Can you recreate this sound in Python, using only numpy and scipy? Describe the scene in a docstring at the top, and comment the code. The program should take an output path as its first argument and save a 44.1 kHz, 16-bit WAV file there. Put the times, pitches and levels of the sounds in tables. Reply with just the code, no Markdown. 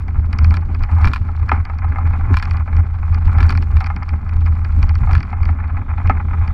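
"""A deep, lurching boom under low wind: a mountain bike coasts fast over dirt and dry leaves, heard
from inside a camera's plastic case as the trail shakes its springy mount. Tyres rumble and crunch,
the freehub's pawls tick unevenly, the chain slaps its stay, the hollow frame knocks, the fork thuds
over roots and twigs snap. Grit, ticks and knocks ring in the case, which shuts out most of the treble."""
import sys
import numpy as np
from scipy import signal
from scipy.fft import rfft, irfft
from scipy.io import wavfile
from scipy.ndimage import uniform_filter1d, minimum_filter1d

SR = 44100
rng = np.random.default_rng(int(sys.argv[2]) if len(sys.argv) > 2 else 0)


def dump_mix(stems):
    """Bounce the given channels to the path in sys.argv[1] as a 16-bit WAV at rate SR."""
    frames = np.atleast_2d(stems).T  # one column per channel
    limited = np.clip(frames, -1, 1)  # hard clip at full scale
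    pcm = np.round(limited * 32767).astype(np.int16)
    wavfile.write(sys.argv[1], SR, pcm)


N = 287973
TIME = np.arange(N) / SR

# Low ring of fork and frame. Each row: pitch in Hz, width in Hz, gain in dB.
FRAME_MODES = [(174.4, 18.4, 1), (220, 27, -0.5), (263.5, 26.6, -2.5), (397.5, 31, -12.5)]
# Bright ring of a hard chain hit, which also crisps leaves and clods.
# Each row: pitch in Hz, width in Hz, gain in dB.
BRIGHT_MODES = [(2630, 370, 14), (4350, 1000, 11), (5670, 140, 5), (8200, 300, -16), (12100, 410, -17.5),
                (13700, 500, -13)]
# The chain hits its stay. Each row: start in seconds, relative clack and crack levels in dB.
CHAIN_SLAPS = [(0.54, -22, -41.5), (1.013, -35, -50), (1.044, -12.5, -37.5), (1.073, -17, -38.5),
               (1.115, -33, -50), (1.134, -15.5, -35.5), (1.16, -19, -40), (1.493, -14.5, -51.5),
               (2.341, -16.5, -43), (2.369, -15.5, -34.5), (2.425, -20.5, -41.5), (3.404, -19, -38.5),
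               (3.428, -19, -37.5), (3.384, -25.5, -42.5), (3.504, -21, -39), (3.575, -24.5, -44),
               (3.551, -24.5, -50), (3.768, -24.5, -43), (3.805, -26, -42.5), (5.11, -22, -48),
               (5.151, -17, -36.5), (5.165, -26.5, -53)]
# Blows to the frame. Each row: start in seconds, relative level in dB, chatter decay in seconds,
# brightness of the contact in Hz.
FRAME_KNOCKS = [(0.893, -23, 0.0098, 864), (0.982, -18, 0.0089, 786), (1.287, -24, 0.016, 950),
                (1.516, 0.5, 0.0033, 1890), (1.697, -19, 0.0096, 1280), (1.843, -18, 0.0065, 767),
                (1.958, -18, 0.0042, 1210), (1.983, -14.5, 0.012, 813), (3.382, -19.5, 0.012, 1160),
                (3.807, -17.5, 0.02, 1260), (3.901, -15, 0.008, 1500), (4.022, -20.5, 0.0065, 1180),
                (5.071, -18.5, 0.0079, 899), (5.091, -19, 0.021, 1090), (5.328, -18, 0.012, 1300),
                (5.489, -16.5, 0.0041, 1230), (6.096, -4, 0.0064, 1390), (6.334, -21, 0.008, 1100)]


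def from_db(db):
    """Decibels to gain."""
    return 10 ** (np.asarray(db) / 20)


def unit_rms(x):
    """Scale to unit power."""
    return x / np.sqrt(np.mean(x ** 2) + 1e-20)


def unit_peak(x):
    """Scale to unit height."""
    return x / (np.abs(x).max() + 1e-12)


def unit_punch(x):
    """Scale a hit so that its strongest 4 ms match a sine of height 1."""
    return x / np.sqrt(2 * uniform_filter1d(x ** 2, size=SR // 250).max() + 1e-20)


def even(x, span_s):
    """Hold a sound's strength steady over spans longer than span_s."""
    return x / np.sqrt(np.abs(uniform_filter1d(x ** 2, max(int(span_s * SR), 2))) + 1e-12)


def fader(points):
    """Join (seconds, level) points with straight ramps."""
    return np.interp(TIME, *np.transpose(points))


def swell(start, hold_s, rise_s, decay_s):
    """Power that rises until start, holds and dies away."""
    ramps = np.minimum((TIME - start) / rise_s, (start + hold_s - TIME) / decay_s)
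    return np.exp(2 * np.clip(ramps, -30, 0))


def driven(steady_db, power):
    """Level in dB of a steady bed with bursts of power on top."""
    return 10 * np.log10(from_db(steady_db) ** 2 + power)


def add(out, start, sound):
    """Mix a sound in at a time in seconds."""
    i = int(np.clip(round(start * SR), 0, N - 1))
    out[i:i + len(sound)] += sound[:N - i]


def cut(x, hz, kind, order=2):
    """Butterworth low- or high-pass."""
    return signal.sosfilt(signal.butter(order, min(hz, SR / 2 - 1), kind, fs=SR, output="sos"), x)


def colour(x, spectrum):
    """Give a steady sound a spectrum that rolls off past both ends, at unit power."""
    hz, db = np.transpose(spectrum)
    grid = np.maximum(np.fft.rfftfreq(N, 1 / SR), 1)
    gain = from_db(np.interp(np.log(grid), np.log(hz), db))
    roll_off = np.minimum(grid / hz[0], 1) * np.minimum(hz[-1] / grid, 1) ** 2
    return unit_rms(irfft(rfft(x) * gain * roll_off, N))


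def noise(length=N):
    """White noise."""
    return rng.standard_normal(length)


def drift(hz):
    """Random wander below hz, with spread 1."""
    return unit_rms(cut(noise(N + SR), hz, "low")[SR:])


def grains(per_s, spread_db):
    """Random clicks, mostly small, a few large."""
    sizes = from_db(spread_db * np.minimum(rng.exponential(1, N), 4)) * rng.choice([-1, 1], N)
    return unit_rms(sizes * (rng.random(N) < per_s / SR))


def strike(t, chatter, decay_s):
    """An impulse with a dying tail of contact noise."""
    return (t == 0) + chatter * noise(len(t)) * np.exp(-t / decay_s)


def resonate(x, modes):
    """Parallel resonances with alternating signs."""
    out = 0
    for k, (hz, width_hz, db) in enumerate(modes):
        r = np.exp(-np.pi * width_hz / SR)
        poles = [1, -2 * r * np.cos(2 * np.pi * hz / SR), r * r]
        ring = signal.lfilter([1, 0, -1], poles, x + 1e-18)
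        out = out + (-1) ** k * from_db(db) * (1 - r * r) / 2 * ring
    return out


def scatter(x, width_hz, count):
    """Paths through the frame delay each pitch differently and smear a click without colouring it."""
    r = np.exp(-np.pi * width_hz / SR)
    for hz in np.geomspace(750, 2500, count) * from_db(noise(count)):
        poles = [1, -2 * r * np.cos(2 * np.pi * hz / SR), r * r]
        x = signal.lfilter(poles[::-1], poles, x + 1e-18)
    return x


def through_case(x, top_hz):
    """The plastic case rings in the midrange and shuts out the treble."""
    # Ring of the case. Each row: pitch in Hz, width in Hz, gain in dB.
    case_modes = [(822, 95, 13), (1034, 74, 14), (1269, 285, 11), (1753, 110, 7), (1999, 377, 3.5),
                  (2505, 151, 2)]
    return cut(cut(resonate(x, case_modes), top_hz, "low", order=6), 430, "high")


def case_notches(x):
    """Paths through the case cancel in a few narrow notches."""
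    # Cancelled pitches. Each row: centre in Hz, width in Hz.
    notches = [(1925, 22), (3900, 92), (5010, 98)]
    for hz, width_hz in notches:
        x = signal.lfilter(*signal.iirnotch(hz, hz / width_hz, fs=SR), x)
    return x


def mount(boom_db, note_hz=81.5, wander_hz=2.2, width_hz=13.2):
    """The trail keeps the springy mount swinging around its own wandering note, in lurches."""
    loose = resonate(noise(), [(note_hz, width_hz, 0)])
    note = np.sin(2 * np.pi * np.cumsum(note_hz + wander_hz * drift(hz=12.15)) / SR)
    swing = even(unit_rms(note) + from_db(-4.5) * unit_rms(loose), span_s=0.11)
    lurch_db = 1.4 * drift(hz=12)
    return cut(from_db(boom_db + lurch_db - 4.0) * swing, 135, "low", order=4)


def wind(wind_db):
    """Air buffets the case with a low flutter."""
    # Tone of the wind. Each row: frequency in Hz, relative density in dB.
    spectrum = [(8, -20), (14, -13.5), (24, -10), (42, -11), (52, -13.5), (70, -11), (110, -25), (200, -46)]
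    return from_db(wind_db) * even(colour(noise(), spectrum), span_s=.11)


def tyre_rumble(rumble_db):
    """Knobs drum on the dirt and set fork and frame humming."""
    # Tone of the drumming. Each row: frequency in Hz, relative density in dB.
    spectrum = [(70, -10), (115, 4.5), (200, -1), (330, -15.5), (455, -18), (600, -15.5), (900, -30.5)]
    drumming = colour(noise(), spectrum)
    hum = unit_rms(cut(resonate(noise(), FRAME_MODES), 430, "low", order=4))
    return from_db(rumble_db - 4.0 + 3.3 * drift(hz=11)) * even(drumming + 1.19 * hum, span_s=0.074)


def clumps(per_s, decay_s):
    """Envelope of crushing: bursts that start at once and die away, over an even bed."""
    onsets = (rng.random(N) < per_s / SR) * from_db(5.0 * noise())
    bursts = signal.lfilter([1], [1, -np.exp(-1 / (decay_s * SR))], onsets + 1e-18)
    return 1 + 0.51 * unit_rms(bursts)


def tyre_grit(crunch_db):
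    """Grit under the tyres shakes the case in clumps, with a pebble now and then."""
    grit = grains(per_s=4000, spread_db=1.8) * from_db(4.0 * drift(hz=28))
    grit *= clumps(per_s=24, decay_s=0.01)
    pebbles = scatter(grains(per_s=50, spread_db=1.5), width_hz=400, count=4)
    shaking = even(unit_rms(grit) + .7 * pebbles, span_s=.16)
    ring = through_case(cut(shaking, 2200, "low", order=1), top_hz=2600)
    return from_db(crunch_db - 1.83) * unit_rms(ring)


def leaves(rustle_db):
    """Countless leaves rustle faintly; crushed ones crackle in short spurts."""
    # Tone of the rustle inside the case. Each row: frequency in Hz, relative density in dB.
    spectrum = [(1200, 17.5), (2500, 8), (3200, -13), (4300, -2), (6100, -5), (7200, -8), (7450, -2.5),
                (7750, -8), (9400, -14.5), (11700, -10.5), (15700, -44)]
    flutter = grains(per_s=7000, spread_db=3.4) * from_db(2.4 * drift(hz=45))
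    crush = grains(per_s=900, spread_db=3.5) * from_db(6.0 * np.minimum(drift(hz=60), 2))
    crackle = unit_rms(cut(resonate(crush, BRIGHT_MODES), 11000, "low"))
    return from_db(rustle_db + 12.5) * colour(flutter, spectrum) + from_db(rustle_db + 5.0) * crackle


def swish():
    """Leaning tyres brush leaves aside with a soft hiss."""
    # The swish swells in the bends. Each row: time in seconds, relative level in dB.
    bends = [(0, -90.5), (1.9, -85), (2.1, -69), (2.7, -78), (5.4, -87), (5.8, -69.5), (6.1, -70),
             (6.53, -62.5)]
    hiss = colour(noise(), [(2000, -30.0), (2900, -7.0), (3600, -2.5), (4300, -12), (12000, -29.5)])
    return from_db(fader(bends) + 1.5) * hiss


def clods(breaks_per_s, decay_s, crisp_db):
    """A clod gives way in a short shower of tiny breaks that shake the case."""
    # Clods and leaf heaps under the tyres. Each row: start in seconds, level in dB.
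    crunches = [(0.08, -31.5), (1.427, -29.5), (1.6, -30), (1.918, -26.5), (2.053, -30), (2.133, -24.5),
                (2.677, -26), (2.727, -27), (3.029, -26.5), (3.123, -34.5), (3.452, -23), (5.597, -29),
                (5.636, -29), (5.695, -34), (5.768, -27.5), (5.903, -29.5), (5.98, -25.5), (6.168, -28)]
    out, t = np.zeros(N), TIME[:SR // 12]
    for start, level_db in crunches:
        breaks = noise(len(t)) * (rng.random(len(t)) < breaks_per_s / SR) * np.exp(-t / decay_s)
        body = unit_punch(through_case(breaks, top_hz=2490))
        crisp = unit_punch(cut(resonate(breaks, BRIGHT_MODES), 3700, "low", order=4))
        add(out, start, from_db(level_db) * (body + from_db(crisp_db) * crisp))
    return out


def freehub(lag_s, ping_db, answer_db):
    """Each pawl pings; the slower bending wave through the frame reaches the case just after."""
    # Pawls dropping. Each row: start in seconds, relative level in dB.
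    ticks = [(0.0806, -43.5), (0.3289, -29.5), (0.3866, -24.5), (0.4442, -26.5), (0.5065, -33),
             (0.5683, -28), (0.7468, -37), (0.835, -29.5), (1.054, -24.5), (1.49, -33), (1.6514, -35),
             (1.786, -38), (2.397, -32.5), (2.4263, -29.5), (2.4533, -32), (2.5093, -29.5), (2.5694, -36.5),
             (2.766, -36.5), (3.145, -31.5), (3.493, -23), (3.523, -31.5), (3.5742, -28), (3.624, -34),
             (3.842, -31.5), (3.861, -33), (3.8674, -30.5), (3.9625, -33.5), (4.03, -37), (4.0902, -33.5),
             (4.2922, -40.5), (4.462, -37.5), (4.6469, -36), (4.8276, -27), (4.8919, -31.5), (4.9529, -32),
             (5.1313, -27), (5.179, -37), (5.2043, -33.5), (5.229, -33), (5.4306, -37), (5.454, -35),
             (6.073, -35), (6.4773, -37)]
    # Ring of a pawl. Each row: pitch in Hz, width in Hz, gain in dB.
    pawl_modes = [(4520, 290, 9.5), (5464, 940, -3.5), (6100, 230, -13.5), (8900, 580, -25.5),
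                  (11800, 590, -28)]
    out, t = np.zeros(N), TIME[:SR // 20]
    for start, level_db in ticks:
        ping = resonate(strike(t, chatter=.1, decay_s=.0018), pawl_modes)
        ping = cut(cut(ping, 4400, "high"), 11000, "low")
        wave = scatter(strike(t, chatter=.06, decay_s=.004), width_hz=500, count=3)
        answer = cut(through_case(wave, top_hz=2840), 4300, "high", order=1)
        add(out, start, from_db(level_db + ping_db) * unit_peak(ping))
        # the case's answer varies less than the ping
        add(out, start + lag_s, from_db(0.71 * level_db + answer_db) * unit_punch(answer))
    return out


def jolts():
    """Power that bumps put into the mount's boom and into the wind's buffeting."""
    # Roots and ruts. Each row: time in seconds, relative boom and buffet levels in dB, hold in seconds.
    bumps = [(0.18, -12.5, -13, 0.014), (0.427, -4, -21.5, 0.1), (0.823, -6.5, -8.5, 0.0041),
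             (0.922, -7, -32.5, 0.048), (1.067, -9.5, -7, 0.01), (1.21, -10, -19.5, 0.0017),
             (1.415, -12, -17, 0.033), (1.54, -7.5, -22, 0.061), (1.857, -12.5, -20.5, 0.026),
             (2.055, -9, -30, 0.067), (2.331, -4.5, -13.5, 0.012), (2.482, -11.5, -23.5, 0.049),
             (2.562, -8, -45, 0.062), (2.762, -7.5, -13.5, 0.035), (3.086, -7, -18, 0.052),
             (3.267, -5, -12, 0.0074), (3.397, -17, -13, 0.076), (3.74, -14, -10, 0.038),
             (4.139, -5.5, -19, 0.00061), (4.334, -13, -18, 0.12), (4.435, -10.5, -31, 0.11),
             (4.785, -10.5, -8.5, 0.06), (5.032, -8.5, -10, 0.019), (5.13, -6.5, -10, 0.03),
             (5.412, -10, -13.5, 0.058), (5.512, -7, -30, 0.0012), (6.06, -6, -13, 0.027),
             (6.396, -9.5, -29, 0.032)]
    boom, buffet = 0, 0
    for start, boom_db, buffet_db, hold_s in bumps:
        shape = swell(start, hold_s, rise_s=.026, decay_s=0.019)
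        boom += from_db(boom_db) ** 2 * shape
        buffet += from_db(buffet_db) ** 2 * shape
    return boom, buffet


def metal_crack(t):
    """A sharp metallic snap, then a loose link or two."""
    snap = noise(len(t)) * (np.exp(-t / .002) + .11 * np.exp(-t / .015))
    links = noise(len(t)) * (rng.random(len(t)) < 160 / SR) * np.exp(-t / 0.016)
    return unit_peak(resonate(snap + 3.5 * links, BRIGHT_MODES))


def chain(clack_db, crack_db):
    """Each slap of the chain cracks and rings the stay, tuned a little differently each time."""
    # Ring of the chain stay. Each row: pitch in Hz, width in Hz, gain in dB.
    stay_modes = [(1028, 110, -1.5), (1375, 80, 2.5), (1696, 70, 1), (2380, 76, 0.5)]
    out, t = np.zeros(N), TIME[:SR // 8]
    for start, stay_db, metal_db in CHAIN_SLAPS:
        blow = scatter(strike(t, chatter=.04, decay_s=.006), width_hz=600, count=2)
        detuned = [(hz * (1 + 0.0094 * rng.standard_normal()), width, db) for hz, width, db in stay_modes]
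        clack = cut(resonate(blow, detuned), 2600, "low", order=4)
        add(out, start, from_db(stay_db + clack_db) * unit_punch(clack))
        add(out, start, from_db(metal_db + crack_db) * metal_crack(t))
    return out


def scuffs():
    """Power of the grit that each slap and knock stirs up."""
    return sum(from_db(level_db - 28) ** 2 * swell(start, hold_s=0, rise_s=0.012, decay_s=.055)
               for start, level_db, *_ in FRAME_KNOCKS + CHAIN_SLAPS)


def lulls():
    """Decibels by which the shaking drops as the bike goes light between bumps."""
    # Light moments. Each row: centre in seconds, depth in dB, half length in seconds.
    dips = [(0.87, 12.5, 0.028), (1.162, 9, 0.052), (1.664, 8.5, 0.04), (2.411, 8.5, 0.021),
            (2.646, 5.5, 0.056), (4.033, 7, 0.032), (4.201, 9, 0.019), (5.241, 11, 0.029),
            (5.851, 19, 0.032), (6.216, 5, 0.054)]
    return sum(depth_db * np.exp(-((TIME - centre) / half_s) ** 2) for centre, depth_db, half_s in dips)


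def knocks(body_db, crack_db, tail_db, hollow_db):
    """A chattering blow rings the hollow frame and the case, with a faint crack."""
    # Hollow ring of the frame tubes. Each row: pitch in Hz, width in Hz, gain in dB.
    tube_modes = [(788, 86, 0.5), (1295, 100, 6), (2103, 100, 0), (2570, 84, -10.5)]
    out, t = np.zeros(N), TIME[:SR // 6]
    for start, level_db, chatter_s, contact_hz in FRAME_KNOCKS:
        force = np.exp(-t / chatter_s) + from_db(tail_db) * np.exp(-t / .026)
        blow = scatter((t == 0) + .055 * noise(len(t)) * force, width_hz=440, count=3)
        tubes = cut(cut(resonate(blow, tube_modes), 480, "high"), 3300, "low", order=4)
        ring = unit_rms(through_case(blow, top_hz=2800)) + from_db(hollow_db) * unit_rms(tubes)
        body = cut(ring, 1.66 * contact_hz, "low")  # a soft contact rings the lower modes most
        add(out, start, from_db(level_db + body_db) * unit_punch(body))
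        add(out, start, from_db(level_db + crack_db) * metal_crack(t))
    return out


def fork_thuds():
    """Roots push the fork: a short, low ring of the frame."""
    # Roots under the wheel. Each row: start in seconds, peak level in dB.
    roots = [(1.045, -21.5), (1.52, -17.5), (2.304, -17), (3.406, -23.5), (5.137, -26.5), (6.097, -16.5)]
    out, t = np.zeros(N), TIME[:SR // 5]
    for start, level_db in roots:
        push = cut(strike(t, chatter=.02, decay_s=.012), 270, "high", order=4)
        thud = cut(resonate(push, FRAME_MODES), 460, "low", order=4)
        add(out, start, from_db(level_db) * unit_peak(thud))
    return out


def twigs(snap_db):
    """A twig breaks with one dry, wide click."""
    # Breaking twigs. Each row: start in seconds, relative level in dB.
    snaps = [(2.336, -36), (2.793, -46), (3.332, -38.5), (3.466, -39), (3.713, -46), (3.761, -42),
             (3.87, -37.5), (5.118, -38)]
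    out, t = np.zeros(N), TIME[:SR // 50]
    for start, level_db in snaps:
        click = cut(noise(len(t)) * np.exp(-t / 0.00095), 1500, "high")
        softened = cut(cut(click, 3500, "low", order=1), 10500, "low", order=4)
        add(out, start, from_db(level_db + snap_db) * unit_peak(softened))
    return out


def scene():
    """The ground and its bumps drive the shaking and the rolling; the bike rattles over them."""
    # Roughness of the trail. Each row: time in seconds, relative rumble level in dB.
    roughness = [(0.0, -36.5), (0.45, -29.5), (0.7, -33.5), (1.05, -30.5), (1.3, -37), (1.85, -35),
                 (2.28, -30), (2.55, -35.5), (3.0, -34.5), (3.4, -28), (3.95, -36), (4.5, -33.5),
                 (5.12, -30), (5.3, -37.5), (6.1, -32.5), (6.53, -32)]
    # Grit on the trail. Each row: time in seconds, relative crunch level in dB.
    grit_cover = [(0.0, -42.5), (0.49, -39.5), (0.74, -40.5), (1.05, -29.5), (1.24, -43), (1.47, -39.5),
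                  (2.35, -33), (2.78, -38.5), (3.1, -41.5), (3.44, -27.5), (3.58, -40), (5.2, -38),
                  (5.73, -36), (6.05, -33), (6.53, -35.5)]
    # Depth of the dry leaves. Each row: time in seconds, relative rustle level in dB.
    leaf_cover = [(0.0, -72), (0.8, -68), (1.05, -60), (1.25, -69.5), (1.84, -71.5), (2.46, -66.5),
                  (2.84, -72), (3.16, -68.5), (3.47, -62.5), (3.82, -70), (4.11, -71), (5.07, -63),
                  (5.53, -74), (6.53, -72)]
    ground_db, lull_db = fader(roughness), lulls()
    boom, buffet = jolts()
    # bumps lift the beds; lulls dip the boom most, grit and leaves less, wind and rumble least
    boom_db = driven(ground_db + 19.5, boom) - lull_db
    wind_db = driven(ground_db + 12, buffet) - 0.21 * lull_db
    rumble_db = driven(ground_db, from_db(-26) ** 2 * boom) - 0.21 * lull_db
    crunch_db = driven(fader(grit_cover), scuffs() + from_db(-30) ** 2 * boom) - 0.43 * lull_db
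    rustle_db = driven(fader(leaf_cover), from_db(-61.5) ** 2 * boom) - 0.43 * lull_db
    low_end = mount(boom_db) + wind(wind_db) + fork_thuds()
    rolling = tyre_rumble(rumble_db) + tyre_grit(crunch_db) + leaves(rustle_db) + swish()
    rattles = freehub(lag_s=.0012, ping_db=1.5, answer_db=-2.5)
    rattles += knocks(body_db=-3.5, crack_db=-29, tail_db=-15.5, hollow_db=5.0)
    rattles += chain(clack_db=1.0, crack_db=13.5)
    debris = clods(breaks_per_s=3000, decay_s=0.0067, crisp_db=-21.5) + twigs(snap_db=4.0)
    return case_notches(low_end + rolling + rattles + debris)[None]


def record(dry):
    """A limiter ducks smoothly around the tallest swings; the top is cut steeply."""
    ceiling, cutoff_hz = .93, 15700
    needed = np.minimum(1, ceiling / (np.abs(dry) + 1e-9))
    gain = uniform_filter1d(minimum_filter1d(needed, size=SR // 80), size=SR // 80)
    return signal.sosfilt(signal.ellip(10, .1, 80, cutoff_hz, fs=SR, output="sos"), dry * gain)


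dry = scene()
out = record(dry)
dump_mix(out)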